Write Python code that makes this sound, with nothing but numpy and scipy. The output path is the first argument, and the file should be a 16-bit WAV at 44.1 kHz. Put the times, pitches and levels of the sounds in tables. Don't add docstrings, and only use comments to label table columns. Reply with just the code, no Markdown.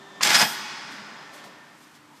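import sys
import numpy as np
from scipy import signal
from scipy.fft import rfft, irfft
from scipy.io import wavfile

SR = 44100
rng = np.random.default_rng(int(sys.argv[2]) if len(sys.argv) > 2 else 0)


def file_out(sig):
    cols = np.atleast_2d(sig).T
    lim = np.clip(cols, -1, 1)
    pcm = np.round(lim * 32767).astype(np.int16)
    wavfile.write(sys.argv[1], SR, pcm)


N = 97020
T = np.arange(N) / SR
PRESS_START_S = .207


def plate(judder_db=2, judder_hz=90):
    # (time [s], level [dB])
    chatter = [(.207, -61), (.212, -29.5), (.235, -33.5), (.248, -22.5), (.29, -23.5), (.322, -24.5),
               (.35, -20.5), (.38, -22), (.42, -21), (.445, -32), (.475, -48), (.56, -100)]
    # (time [s], level [dB], rise [s], decay [s], treble tilt [dB per octave])
    blows = [(0.2353, -11, 0.0046, 0.0019, 4.5), (0.251, -15.5, 0.0038, 0.0045, 4),
             (0.272, -19, 0.0015, 0.0023, 10), (.285, -41, 0.0013, 0.0008, -7.5),
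             (0.308, -16.5, 0.011, 0.0011, 2.5), (0.338, -30.5, 0.0023, 0.0088, -5),
             (0.355, -11, 0.011, 0.0077, 2.5), (0.396, -17.5, .002, .004, 6),
             (0.417, -14.5, 0.0046, 0.0026, 4), (0.426, -19, 0.0096, 0.02, -4),
             (.455, -22, 0.0029, 0.0044, -4.5)]
    # (frequency [Hz], level [dB])
    steel = [(30, -46), (85, -46), (150, -4.5), (250, -6), (420, -12.5), (750, -0.5), (1800, 2.5),
             (3500, -0.5), (5800, -3), (8500, -14), (11000, -23.5), (14000, -42)]
    judder = amp(judder_db * drift(judder_hz))
    clatter = colour(jangle(impacts()), steel) * level(chatter) * judder * (T > PRESS_START_S)
    for s, db, rise, decay, tilt in blows:
        clatter += amp(db) * swell(s, rise, decay) * colour(jangle(impacts()), steel, tilt)
    return clatter


def impacts(per_second=8000, spread_db=2):
    size = amp(spread_db * np.minimum(rng.exponential(1, N), 3.5))
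    return size * rng.choice([-1., 1.], N) * (rng.random(N) < per_second / SR)


def jangle(x, depth_db=2.5, step_hz=129):
    hz = np.fft.rfftfreq(N, 1 / SR)
    ripple = np.interp(hz / step_hz, np.arange(512), rng.standard_normal(512))
    return irfft(rfft(x) * amp(depth_db * ripple * np.clip(hz / 7000, .3, 1)), N)


def plate_ring(clatter, relative_db=-6.5):
    # (frequency [Hz], relative level [dB], time to fade by 60 dB [s])
    notes = [(243, -10, .15), (704, -6, .1), (786, -3, .13), (838, -6, .15), (1324, -7, .1), (1705, -6, .2),
             (2056, -4, .13), (2528, -5, .1), (2887, -5, .2), (3236, -4, .17), (3264, -6, .12),
             (3374, -4, .2), (5023, 0, .1), (5088, -4, .12), (5157, 1, .15), (5547, -4, .2),
             (7535, -5, .12), (8350, -10, .18), (9250, -14, .18), (11600, -15, .15)]
    ring = np.zeros(N)
    for hz, db, fade_s in notes:
        note = amp(-60 * T / fade_s) * np.sin(2 * np.pi * (hz * T + rng.random()))
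        ring += amp(db) * unit(signal.fftconvolve(clatter, note)[:N])
    return amp(relative_db) * unit(ring) * clatter.std()


def pins():
    # (time [s], level [dB], frequency [Hz], width [Hz], decay [s])
    pings = [(.279, -26, 3280, 150, .007), (.297, -28, 4270, 90, .008), (.305, -23, 2065, 60, .009),
             (.352, -21, 5100, 300, .008), (.398, -16, 5130, 300, .003), (.424, -24, 5160, 90, .02),
             (.44, -41, 13400, 150, .06), (.455, -44, 12350, 100, .06)]
    return knocks(pings, rise_s=0.006)


def valve():
    # (time [s], level [dB], frequency [Hz], width [Hz], decay [s])
    opening = [(.2088, -23.5, 1316, 685, 0.0055), (.2088, -28.5, 2340, 1398, 0.013)]
    return knocks(opening, rise_s=0.00024)


def air():
    # (time [s], level [dB])
    flow = [(.212, -105), (.228, -28), (.3, -31), (.42, -24), (.45, -32.5), (.51, -35), (.6, -52.5),
            (.75, -70), (.9, -100)]
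    # (frequency [Hz], level [dB])
    hiss = [(200, -58), (1500, 7.5), (3500, -14), (5300, 0), (7000, -2), (9000, 1), (10500, -5.5),
            (14000, -1.5)]
    return level(flow) * noise(hiss)


def frame():
    # (time [s], level [dB])
    shudder = [(.205, -82), (.24, -40), (.3, -32), (.35, -43), (.44, -46.5), (.5, -48), (.6, -60.5)]
    # (frequency [Hz], level [dB])
    rumble = [(25, -26), (85, -24), (135, 6), (170, -2.5), (300, -2.5), (650, 0.5), (1200, 4), (4000, -53)]
    return level(shudder) * noise(rumble)


def hall_echo(x, near_db=-13.5, near_fade_s=.16, tail_db=-10, build_s=0.019):
    # (frequency [Hz], time to fade by 60 dB [s])
    fade_times = [(100, 0.6), (400, 2.5), (1000, 3.5), (2000, 3.5), (4000, 2.5), (6000, 2.1), (8000, 1.83),
                  (10000, 1.6), (13500, 1)]
    # (frequency [Hz], level [dB])
    hall_colour = [(100, -2), (250, 4.5), (500, -16), (1000, 0.5), (2000, -4), (4000, -3), (6000, -3),
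                   (8000, -6.5), (13500, -11)]
    near = rng.standard_normal(N) * amp(-60 * T / near_fade_s) * (T > .003)
    hz, t, bands = signal.stft(rng.standard_normal(N), SR, nperseg=512)
    bands *= amp(read(hall_colour, hz)[:, None] - 60 * t / read(fade_times, hz)[:, None])
    tail = signal.istft(bands, SR, nperseg=512)[1][:N]
    tail *= (1 - np.exp(-T / build_s)) / np.sqrt(SR / 7)
    return signal.fftconvolve(x, amp(near_db) * near / np.linalg.norm(near) + amp(tail_db) * tail)[:N]


def handling(grain_db=1.0, grain_hz=200):
    # (time [s], level [dB], rise [s], decay [s], treble tilt [dB per octave])
    strokes = [(.92, -49, .018, 0.055, 1), (1.339, -49, 0.0081, 0.048, 5), (1.385, -50.5, 0.022, 0.033, -1),
               (1.4406, -40.5, 0.0025, 0.003, -2), (1.448, -51, 0.0049, 0.031, 4.5),
               (1.83, -58, 0.093, 0.091, 5.5), (1.96, -54, 0.027, .018, 2.5), (2.17, -58, 0.035, .06, 3.5)]
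    # (frequency [Hz], level [dB])
    cloth = [(200, -10), (1000, 1), (2500, 6.5), (5000, 3.5), (8000, -2.5), (11000, -10), (14000, -11)]
    # (time [s], level [dB], frequency [Hz], width [Hz], decay [s])
    bumps = [(.895, -49, 620, 230, 0.022), (.935, -45, 281, 90, 0.017), (.99, -45.5, 200, 37, 0.043),
             (1.125, -52.5, 215, 56, 0.039), (1.34, -58, 576, 17, 0.19), (1.455, -49, 660, 210, 0.019),
             (1.45, -54, 225, 55, 0.037), (1.81, -57, 266, 70, 0.03), (1.975, -62, 285, 120, 0.021),
             (2.11, -55, 860, 130, 0.055)]
    swish = sum(amp(db) * swell(s, rise, decay) * noise(cloth, tilt)
                for s, db, rise, decay, tilt in strokes)
    return swish * amp(grain_db * drift(grain_hz)) + knocks(bumps, rise_s=0.0088)


def pump(pitch_hz=198.1, faint_db=-74.5):
    # (multiple of the pitch, level [dB])
    partials = [(1, -62), (2, -55), (3, -65), (5, -67), (8, -68), (9, -55), (10, -68), (16, -66), (17, -68),
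                (18, -62), (19, -71)]
    # (time [s], level [dB])
    fade = [(0, -0.5), (.25, 1), (.8, -7), (1.5, -9), (2.2, -32)]
    faint_highs = [(k, faint_db) for k in range(21, 31, 2)]
    return level(fade) * sum(amp(db) * tone(k * pitch_hz, waver_hz=5.3, slip_rad=0.45)
                             for k, db in partials + faint_highs)


def thin_whine(pitch_hz=1804):
    # (time [s], level [dB])
    loudness = [(0, -54), (.6, -62), (1.299, -56), (1.68, -59), (1.901, -81), (2.2, -68)]
    return level(loudness) * tone(pitch_hz, waver_db=3, waver_hz=19, slip_rad=1.9)


def oil():
    # (time [s], level [dB])
    flow = [(0, -50), (.25, -48), (.7, -49.5), (1.45, -49), (1.75, -59), (2.2, -84)]
    # (frequency [Hz], level [dB])
    rush = [(30, -40), (80, -28), (160, 5.5), (400, -2), (600, 3.5), (1000, 4), (2000, -5.5), (4000, -11),
            (7500, -16), (10000, -38.5), (14000, -51)]
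    return level(flow) * noise(rush)


def workshop(noise_db=-56):
    # (frequency [Hz], level [dB])
    hum = [(147, -70), (225, -71), (299.5, -64)]
    # (frequency [Hz], level [dB])
    background = [(25, -18), (70, -14.5), (140, -2), (300, 2), (480, -12), (900, -8.5), (2000, -9.5),
                  (4000, -14.5), (8000, -20), (10500, -25), (14000, -27)]
    return sum(amp(db) * tone(hz) for hz, db in hum) + amp(noise_db) * noise(background)


def knocks(table, rise_s):
    return sum(amp(db) * swell(s, rise_s, decay) * band(hz, width) for s, db, hz, width, decay in table)


def band(hz, width_hz):
    pitch = hz + .5 * width_hz * drift(width_hz)
    return np.sqrt(2) * np.sin(2 * np.pi * (np.cumsum(pitch) / SR + rng.random()))


def tone(hz, waver_db=2, waver_hz=8, slip_rad=1.0):
    phase = 2 * np.pi * (hz * T + rng.random()) + slip_rad * drift(waver_hz)
    return unit(amp(waver_db * drift(waver_hz)) * np.sin(phase))


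def noise(points, tilt_db=0):
    return colour(rng.standard_normal(N), points, tilt_db)


def colour(x, points, tilt_db=0):
    hz = np.fft.rfftfreq(N, 1 / SR)
    octaves = np.log2(np.clip(hz, 700, 12000) / 2000)
    return unit(irfft(rfft(x) * amp(read(points, hz) + tilt_db * octaves), N))


def drift(hz):
    smoothing = np.exp(-(np.fft.rfftfreq(N, 1 / SR) / hz) ** 2)
    return unit(irfft(rfft(rng.standard_normal(N)) * smoothing, N))


def swell(s, rise_s, decay_s):
    return np.exp(-np.maximum((s - T) / rise_s, (T - s) / decay_s))


def level(points):
    return amp(np.interp(T, *np.transpose(points)))


def read(points, hz):
    table_hz, value = np.transpose(points)
    return np.interp(np.log(hz + 1), np.log(table_hz + 1), value)


def amp(db):
    return 10 ** (np.asarray(db) / 20)


def unit(x):
    return x / np.sqrt(np.mean(x ** 2) + 1e-20)


def scene(ring_echo_db=-1.5):
    clatter = plate()
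    ring = plate_ring(clatter) + pins()
    press = clatter + valve() + (air() + frame()) * (T > PRESS_START_S)
    echo = hall_echo(press + amp(ring_echo_db) * ring)
    machines = pump() + thin_whine() + oil() + workshop()
    return (press + ring + echo + handling() + machines)[None]


def record(dry, low_cut_hz=64, ceiling_db=-3, high_cut_hz=14150):
    x = signal.sosfilt(signal.butter(2, low_cut_hz, "highpass", fs=SR, output="sos"), dry)
    x = x / (1 + (x / amp(ceiling_db)) ** 4) ** (1 / 4)
    treble_cut = signal.firwin(401, high_cut_hz, window=("kaiser", 8), fs=SR)
    return signal.oaconvolve(x, treble_cut[None], "same")


dry = scene()
out = record(dry)
file_out(out)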